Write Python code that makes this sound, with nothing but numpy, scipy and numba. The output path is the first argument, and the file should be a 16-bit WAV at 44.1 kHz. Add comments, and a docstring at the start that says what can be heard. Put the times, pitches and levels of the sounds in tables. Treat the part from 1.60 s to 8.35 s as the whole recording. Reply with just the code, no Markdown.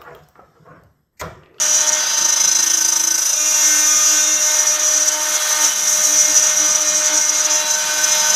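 """Router milling plastic sheet

A spindle near 18000 rpm cuts a groove close to a small microphone. A steady cut repeats every turn and
rings the cutter at whole multiples of the spindle speed; on curves the cutter chatters at its own pitch.
A slow feed makes the gantry throb for a while; chips and cooling air hiss over hum and table rumble."""
import sys
import numpy as np
from scipy import signal
from scipy.fft import rfft, irfft, next_fast_len
from scipy.io import wavfile
from scipy.ndimage import uniform_filter1d
from numba import njit

SR = 44100
rng = np.random.default_rng(int(sys.argv[2]) if len(sys.argv) > 2 else 0)


def gain_from_db(level_db):
    """Convert decibel levels to linear amplitude factors (20 dB per decade)."""
    decades = np.asarray(level_db, float) / 20
    return 10 ** decades


def pcm_store(signal):
    """Save signal as 16-bit PCM."""
    levels = np.round(np.clip(np.atleast_2d(signal), -1, 1) * 32767)
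    wavfile.write(sys.argv[1], SR, levels.astype(np.int16).T)


N = 297675
T = np.arange(N) / SR
STEP = 64  # samples per tick of the coarse clock
SLOW = T[::STEP]
WHINE_BAND_HZ, CHIP_BAND_HZ = (5000, 7500), (8000, 15000)

# multiples of the turn: multiple, relative level/dB on feed headings 0, 1, 2, 3
ORDERS = [(4, -44, -38, -39, -39), (5, -36, -33, -37, -30), (6, -42, -36, -38, -37),
          (7, -44, -36, -38, -39), (8, -48, -37, -42, -40), (9, -42, -37, -44, -39),
          (10, -42, -45, -40, -37), (11, -43, -39, -44, -38), (12, -44, -36, -43, -50),
          (13, -38, -37, -39, -34), (14, -47, -44, -44, -46), (15, -44, -46, -48, -43),
          (16, -35, -36, -39, -35), (17, -30, -37, -45, -29), (18, -34, -27, -37, -35),
          (19, -28, -24, -29, -28), (20, -19, -19, -22, -21), (21, -28, -40, -32, -30),
          (22, -32, -22, -29, -29), (23, -49, -28, -39, -31), (24, -54, -38, -47, -42)]
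# stretches of tool path: start t/s, feed heading 0-3, slip of the whine off the multiples f/Hz,
# hunting swing of the slip f/Hz, repeat index (rescaled to a share in scene)
STRETCHES = [(0, 2, -75, 15, .55), (.27, 2, 15, 20, .6), (.38, 0, 13, 0, .84), (.6, 0, 1, 0, .88),
             (1.58, 0, -53, 5, .82), (1.76, 1, 0, 0, .86), (2.03, 1, 0, 0, .92), (2.66, 1, 0, 0, .8),
             (2.95, 2, -95, 10, .68), (3.16, 2, -40, 15, .72), (3.29, 2, -78, 18, .6),
             (3.52, 2, 25, 15, .4), (3.63, 2, -10, 28, .5), (4.09, 2, -48, 25, .5), (4.36, 2, -80, 22, .55),
             (4.69, 2, -58, 18, .57), (4.96, 2, -60, 35, .48), (5.55, 2, -75, 30, .5),
             (5.885, 3, 56, 0, .82), (5.95, 3, 25, 0, .72), (6.02, 3, -30, 10, .55), (6.1, 3, 0, 0, .82)]


def columns(table):
    """Columns of a time table on the sample clock."""
    s, *cols = np.transpose(table)
    return [np.interp(T, s, c) for c in cols]


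def unit(x):
    """Scale to rms 1."""
    return x / np.sqrt(np.mean(np.abs(x) ** 2))


def bandpassed(x, order, band_hz):
    """Butterworth band-pass."""
    return signal.sosfilt(signal.butter(order, band_hz, "bandpass", fs=SR, output="sos"), x)


def coloured(points):
    """Noise of rms 1 with the given spectrum, silent outside it."""
    hz, db = np.transpose(points)
    size = next_fast_len(N)
    f_hz = np.arange(size // 2 + 1) * SR / size + 1e-9
    gain = gain_from_db(np.interp(np.log(f_hz), np.log(hz), db, left=-200, right=-200))
    return unit(irfft(rfft(rng.standard_normal(size)) * gain, size)[:N])


def wander(hz, count=1):
    """Low-passed noise of spread 1 on the coarse clock, changing about hz times a second."""
    low = signal.butter(2, min(hz, SR / STEP * .45), fs=SR / STEP, output="sos")
    noise = rng.standard_normal((count, len(SLOW) + 400))
    x = signal.sosfilt(low, noise)[:, 400:]  # drop the filter's start
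    return x / x.std(axis=1, keepdims=True)


def fine(x):
    """From the coarse clock to the sample clock."""
    return np.interp(T, SLOW, x)


def bell(s, half_s):
    """Gaussian bump of height 1 on the coarse clock."""
    return np.exp(-.5 * ((SLOW - s) / half_s) ** 2)


def evened(x, band_hz, window_s=0.12):
    """Hold the short-term level of x in a band near rms 1, so that a curve can play it."""
    power = bandpassed(x, 2, band_hz) ** 2
    size = int(window_s * SR)
    return x / np.sqrt(uniform_filter1d(uniform_filter1d(power, size), size) + 1e-12)


def held(values, glide_s):
    """One value per stretch of path, gliding into the next, on the coarse clock."""
    at = np.searchsorted(np.array(STRETCHES)[:, 0], SLOW, side="right") - 1
    return uniform_filter1d(np.asarray(values, float)[at], max(int(glide_s * SR / STEP), 1))


def by_heading(db):
    """A level given for the four feed headings, along the path, on the coarse clock."""
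    return np.interp(held(np.array(STRETCHES)[:, 1], glide_s=0.067), range(4), db)


def path():
    """Slip, repeat index and looseness: held along a stretch; in chatter the slip jumps between pitches."""
    turn_in_s = 0.019
    _, _, slip_hz, hunt_hz, repeat = np.transpose(STRETCHES)
    hunt_hz = held(hunt_hz, turn_in_s)
    chance = wander(10.7, count=2)
    loose = np.tanh(hunt_hz / 10)
    slip_hz = held(slip_hz, turn_in_s) + hunt_hz * np.tanh(3.14 * chance[0])
    repeat = held(repeat, turn_in_s) + 0.14 * loose * chance[1]
    return fine(slip_hz), fine(repeat), loose


def throb():
    """The gantry shudders: phase, depth scale in dB, and a level swing shaped by three harmonics."""
    # t/s, throbs counted so far, depth scale/dB
    throbs = [(.4, -.22, 2.5), (.5, 2.79, 1.5), (.65, 6.81, 5.5), (.85, 12.04, 6.5), (1.05, 17.38, 6),
              (1.25, 22.87, 7), (1.45, 28.15, 7.5), (1.55, 30.96, 7.5), (1.75, 36.32, 3),
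              (1.83, 38.6, -0.5), (1.95, 41.9, 2)]
    count, depth_db = columns(throbs)
    phase = 2 * np.pi * count
    depth_db = depth_db * (T > throbs[0][0]) * (T < throbs[-1][0])
    shape = np.cos(phase) - .2 * np.sin(2 * phase) - .27 * np.cos(2 * phase) - .1 * np.cos(3 * phase)
    return phase, depth_db, depth_db * (shape - .2)


@njit
def stack(turn, slip, gain, first, step):
    """Sum of neighbouring multiples of the turn, all shifted by the slip phase, with gliding complex gains."""
    y = np.empty(len(turn))
    for i in range(len(turn)):
        j = min(i // step, gain.shape[0] - 2)
        w = i / step - j
        spin = np.exp(1j * turn[i])
        z, total = np.exp(1j * (first * turn[i] + slip[i])), 0.
        for k in range(gain.shape[1]):
            total += (z * (gain[j, k] + w * (gain[j + 1, k] - gain[j, k]))).real
            z *= spin
        y[i] = total
    return y


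def orders(turn, slip, rows, drift_db, drift_hz, blur, blur_hz, scatter, tremble):
    """Tones a turn apart; each drifts and trembles. Little phase scatter gathers them into a knock a turn."""
    count = len(rows)
    level_db = np.array([by_heading(row[1:]) for row in rows])
    level_db = level_db + drift_db * wander(drift_hz, count)
    shake = blur * tremble * (wander(blur_hz, count) + 1j * wander(blur_hz, count))
    phase = scatter * tremble ** 2 * wander(1.41, count)
    gain = gain_from_db(level_db) * (1 + shake) * np.exp(1j * phase)
    return stack(turn, slip, np.ascontiguousarray(gain.T), np.round(rows[0, 0]), STEP)


def shaken(angle, phase, upper, lower):
    """A tone, rms 1 before its side tones; the shudder splits one off above and one below."""
    angle = angle + 0.35 * fine(wander(8.3)[0])
    return np.sqrt(2) * (np.cos(angle) + upper * np.cos(angle + phase) + lower * np.cos(angle - phase))


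def table_rumble():
    """The table rumbles: low noise whose level wanders."""
    # f/Hz, relative level/dB
    spectrum = [(40, -40), (80, -37), (110, -28), (135, -5), (165, 1), (200, 3), (240, -4.5), (270, -5)]
    # t/s, level before wander/dB
    table_level = [(0, -52), (1, -50), (1.6, -55.5), (3, -57.5), (3.9, -58.5), (4.1, -50.5), (5.5, -51.5),
                   (6.2, -51.5), (6.75, -47.5)]
    level_db, = columns(table_level)
    level_db = level_db + 2.1 * fine(wander(4.)[0]) + 1.4 * fine(wander(15.0)[0])
    return gain_from_db(level_db) * coloured(spectrum)


def cooling_air(turn):
    """Air and scraping between the tones: noise swelling slightly once a turn."""
    # f/Hz, relative level/dB
    spectrum = [(300, -73), (450, -75), (750, -68), (1050, -65.5), (1450, -60.5), (1900, -66.5),
                (2600, -68.5), (3500, -64), (4700, -68.5), (5400, -66)]
    return coloured(spectrum) * gain_from_db(0.46 * np.cos(turn + 3.8) + 0.84 * fine(wander(11.6)[0]))


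def sheet_drone(turn, steady, tremble, drone_db, swing_db):
    """The sheet drones at multiples 4-16 of the turn; a less steady cut trades tones for air noise."""
    low = np.array(ORDERS, float)[:13]
    tones = evened(orders(turn, 0 * turn, low, 3.04, 2.56, 0.31, 23.0, 2.48, tremble), (700, 4700), 0.16)
    mix = gain_from_db(-3.0 + 1.56 * steady) * tones + gain_from_db(-2.0 - 4.2 * steady) * cooling_air(turn)
    return gain_from_db(drone_db + 0.33 * swing_db) * mix


def runout_hum(turn, phase, depth_db):
    """Once-a-turn hum that swells over a faint floor."""
    # t/s, peak level/dB, half length/s
    swells = [(.21, -48.5, 0.14), (0.633, -49, 0.042), (1.093, -50, 0.21), (1.502, -52, 0.082),
              (1.85, -42.5, 0.048), (2.152, -38, 0.096), (2.36, -47.5, .08), (2.544, -36.5, 0.044),
              (2.71, -38, 0.046), (2.95, -49.5, 0.11), (3.22, -46.5, 0.075), (3.398, -42.5, 0.049),
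              (3.576, -45, 0.051), (3.71, -45.5, .03), (4.037, -39.5, 0.033), (4.23, -50, 0.033),
              (4.352, -48, 0.025), (4.525, -36.5, 0.037), (4.702, -34.5, 0.018), (4.82, -45.5, 0.056),
              (5.034, -34, 0.028), (5.254, -42, 0.059), (5.38, -43, .03), (5.543, -34.5, 0.03),
              (5.733, -43, .05), (5.917, -41, 0.037), (6.042, -42, 0.014), (6.386, -45.5, 0.078),
              (6.71, -57, 0.044)]
    level = gain_from_db(-65) + sum(gain_from_db(db) * bell(s, half_s) for s, db, half_s in swells)
    return fine(level) * shaken(turn, phase, 0.32 * depth_db, 0.11 * depth_db)


def flute_hum(turn, phase, depth_db, hum_db, drone_db):
    """Twice-a-turn flute hum, and a third multiple that follows the drone and swells as the path bends."""
    # t/s, lift/dB, half length/s
    bends = [(.3, 6, 0.045), (0.635, 4, .05), (1.97, 8, .08), (2.52, 4, 0.042), (2.897, 9, 0.056),
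             (3.58, 8.5, 0.044), (4.02, 5.5, 0.048), (5.548, 3, 0.054), (5.924, 5, 0.042)]
    hum_db = hum_db + 0.81 * fine(wander(6.4)[0])
    third_db = fine(by_heading((-38, -46.5, -40, -36.5)))  # at a drone of -26 dB
    third_db = third_db + 1.05 * (drone_db + 26)
    third_db = third_db + fine(1.8 * wander(4.3)[0] + sum(db * bell(s, half_s) for s, db, half_s in bends))
    second = gain_from_db(hum_db) * shaken(2 * turn, phase, .08 * depth_db, .17 * depth_db)
    third = gain_from_db(third_db) * shaken(3 * turn, phase, 0.057 * depth_db, 0.013 * depth_db)
    return second + third


def ticks(phase, depth_db):
    """A short spray of chips near the top of each throb: gated treble noise."""
    spray = unit(bandpassed(rng.standard_normal(N), 2, (9000, 12900)))
    gate = np.exp((np.cos(phase - .3) - 1) / .15)
    return gain_from_db(-30.5) * depth_db / 6 * gate * spray


def flying_chips(turn, steady, tremble, chips_db, swing_db, whine):
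    """Chips fly in bursts once a turn, louder as the whine swells; a steady cut turns hiss into tones."""
    # multiple of the turn, relative level/dB (same on every heading)
    treble = [(25, -40), (28, -45), (33, -49), (38, -50), (43, -47), (45, -51), (48, -53), (49, -58)]
    # f/Hz, relative level/dB
    spectrum = [(4500, -113), (5500, -62.5), (7500, -66.5), (9000, -68.5), (11000, -69.5), (13000, -70.5),
                (14500, -75.5), (15300, -77)]
    top = np.array([(k, *[np.interp(k, *np.transpose(treble))] * 4) for k in range(25, 50)])
    swell = evened(whine, WHINE_BAND_HZ, 0.69) ** 2 + 1e-9
    swell = uniform_filter1d(swell, size=180) ** 0.14 * gain_from_db(0.15 * swing_db)
    gate = gain_from_db(3.5 * np.cos(turn + 1.2) + 2.4 * fine(wander(250.)[0]))
    tones = evened(orders(turn, 0 * turn, top, 2.5, 4.9, 0.64, 34.0, 0.57, tremble), CHIP_BAND_HZ)
    hiss = evened(coloured(spectrum) * gate, CHIP_BAND_HZ)
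    return gain_from_db(chips_db) * swell * (np.sqrt(steady) * tones + np.sqrt(1 - steady) * hiss)


def ring(x):
    """Cutter and collet resonances, falling off outside their range."""
    # f/Hz, width f/Hz, relative level/dB
    resonances = [(5150, 1100, -18), (5858, 260, 0.5), (6280, 210, 5), (6700, 1200, -26.5), (6690, 260, 0),
                  (7530, 1200, -6)]
    x = bandpassed(x, 1, (5000, 7600))
    return sum(gain_from_db(db) * signal.lfilter(*signal.iirpeak(hz, hz / width_hz, fs=SR), x)
               for hz, width_hz, db in resonances)


def chatter(turn, steady):
    """What does not repeat from turn to turn: loose squeals chopped by the flutes, and scraping."""
    # flute engagement around a turn: multiple, depth, phase/rad
    flutes = [(1, 0.5, -0.5), (2, 0.67, 3.5), (3, 0.68, 2), (4, 0.56, 1.5)]
    squeal = 0
    for hz, db, width_hz in [(6032, -3.5, 53), (5880, -12.0, 33), (5780, -7.5, 19), (6015, -8.5, 31)]:
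        a, b = wander(width_hz, count=2)
        tone = fine(a) * np.cos(2 * np.pi * hz * T) + fine(b) * np.sin(2 * np.pi * hz * T)
        squeal = squeal + gain_from_db(db) * tone
    bite = 1 + sum(depth * np.cos(k * turn + rad) for k, depth, rad in flutes)
    scrape = gain_from_db(6.0 - 10 * steady) * rng.standard_normal(N) * (1 + .5 * np.cos(turn))
    return ring(squeal * bite + scrape)


def bites(loose):
    """Quick whine swings in dB: grabs each followed by a skip, lulls, and restlessness that grows in chatter."""
    # the cutter grabs, then skips: t/s, lift/dB
    grab_table = [(.213, 4.5), (0.292, 10), (0.331, 7), (2.993, 5.5), (3.077, 5), (3.197, 9.5),
                  (3.379, 5.5), (3.435, 6.5), (3.485, 8.5), (4.229, 0.5), (4.531, 3.5), (4.605, 4),
                  (4.658, 3), (4.775, 5.5), (5.159, 8.5), (5.578, 5), (5.696, 3), (5.766, 2.5), (5.853, 5),
                  (5.909, 4), (5.957, 3), (6.11, 8), (6.146, 6.5), (6.445, 9.5), (6.526, 6.5), (6.605, 5),
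                  (6.705, 8.5), (6.748, 7.5)]
    # the whine drops out: t/s, drop/dB, half length/s
    lull_table = [(0.25, 3.5, 0.012), (2.787, 7.5, 0.01), (3.045, 9, 0.0075), (3.185, 11, .012),
                  (3.43, 4.5, .012), (3.794, 10, 0.0081), (3.97, 6, 0.016), (4.953, 8, 0.02),
                  (5.52, 7.5, 0.015), (5.671, 2.5, 0.012), (5.83, 5, 0.019), (5.886, 10, .012),
                  (6.045, 7.5, 0.024)]
    grabs = sum(db * (bell(s, 0.006) - 0.38 * bell(s + 0.02, 0.0065)) for s, db in grab_table)
    lulls = sum(db * bell(s, half_s) for s, db, half_s in lull_table)
    restless = 1.3 * (0.59 + loose) * wander(18)[0]
    return fine(grabs - lulls + restless)


def cutter_whine(turn, slip, repeat, steady, tremble, level_db, phase, depth_db):
    """The cutter whines at multiples 17-24 of the turn, shifted by the slip, mixed with chatter."""
    high = np.array(ORDERS, float)[13:]
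    slip = slip + 0.11 * depth_db * np.cos(phase - 2)  # the throb sways the phase
    cut = evened(orders(turn, slip, high, 0.66, 3.8, 0.073, 51.0, 1.22, tremble), WHINE_BAND_HZ)
    loose_cut = evened(chatter(turn, steady), WHINE_BAND_HZ, 0.034)
    return gain_from_db(level_db) * (np.sqrt(repeat) * cut + np.sqrt(1 - repeat) * loose_cut)


def scene():
    """Whine and chips share the cut's swings; the drone follows the throb less."""
    # t/s, spindle speed f/Hz
    spindle = [(0, 303.9), (.27, 305.2), (.54, 305.5), (.8, 304.6), (1.0, 305.5), (1.17, 304.6),
               (1.35, 305.0), (1.55, 303.9), (1.85, 304.7), (2.16, 304.3), (2.52, 305.1), (2.74, 304.2),
               (2.9, 304.5), (3.15, 304.0), (3.42, 304.2), (3.57, 305.0), (3.95, 304.4), (4.05, 303.6),
               (4.3, 304.5), (5.8, 304.3), (5.95, 305.3), (6.15, 305.7), (6.4, 304.2), (6.7, 305.0)]
    # effort of the cut, before swings and mixing: t/s, whine level/dB, sheet drone level/dB,
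    # chip flow level/dB, twice-a-turn flute hum level/dB
    effort = [(0, -16.5, -26, -32.5, -36), (.2, -14.5, -26, -32.5, -35), (.37, -19.5, -24.5, -35, -30.5),
              (.44, -20, -24, -33.5, -44), (.65, -15, -24.5, -32.5, -41.5), (1.1, -15.5, -26, -29, -50),
              (1.5, -18, -28, -29.5, -50), (1.65, -18, -30, -27.5, -49), (1.76, -18, -29, -31, -38.5),
              (2.1, -13, -22.5, -26, -39), (2.35, -13.5, -24, -28, -39), (2.55, -13.5, -22.5, -28, -36),
              (2.74, -15.5, -26, -31.5, -37), (2.9, -15.5, -25, -29, -33), (3.3, -13.5, -27, -32.5, -33.5),
              (3.55, -21, -27.5, -31, -33), (3.75, -19.5, -25, -28, -34.5), (4.04, -14.5, -23, -27.5, -36),
              (4.16, -18.5, -28, -31, -43), (4.35, -15, -26.5, -27, -33.5),
              (4.88, -13.5, -25, -30.5, -33.5), (5.25, -18.5, -27, -33.5, -33.5),
              (5.55, -14, -25, -33.5, -30.5), (5.62, -17.5, -27, -33, -38), (5.9, -14.5, -25, -34, -32),
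              (6.25, -22.5, -24, -31.5, -37), (6.5, -16.5, -22, -29, -33.5),
              (6.75, -17.5, -21.5, -30.5, -32)]
    speed_hz, = columns(spindle)
    whine_db, drone_db, chips_db, hum_db = columns(effort)
    slip_hz, repeat, loose = path()
    repeat = np.clip(1.052 * repeat - .2, 0, .95)
    # a steady cut repeats without slipping
    steady = np.clip(1.22 * repeat - np.abs(slip_hz) / 40, 0, .95) ** 3.7
    tremble = 1 - 0.32 * steady[::STEP]
    turn, slip = (2 * np.pi * np.cumsum(hz) / SR for hz in (speed_hz, slip_hz))
    phase, depth_db, swing_db = throb()

    whine_db = whine_db + bites(loose) + swing_db
    whine = cutter_whine(turn, slip, repeat, steady, tremble, whine_db, phase, depth_db)
    mix = table_rumble() + sheet_drone(turn, steady, tremble, drone_db, swing_db)
    mix = mix + runout_hum(turn, phase, depth_db) + flute_hum(turn, phase, depth_db, hum_db, drone_db)
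    mix = mix + ticks(phase, depth_db) + flying_chips(turn, steady, tremble, chips_db, swing_db, whine)
    return (mix + whine)[None]


def band_limit(x):
    """A steep low-pass at the top of the band."""
    return signal.sosfilt(signal.butter(12, 15290, fs=SR, output="sos"), x)


def record(dry):
    """The microphone rounds the peaks and cuts the deep bass and the top."""
    soft = np.tanh(1.3 * dry) / 1.3
    soft = signal.sosfilt(signal.butter(3, 85, "highpass", fs=SR, output="sos"), soft)
    mix = signal.sosfilt(signal.ellip(8, .2, 60, 15250, fs=SR, output="sos"), soft)
    return band_limit(mix)


dry = scene()
out = record(dry)
pcm_store(out)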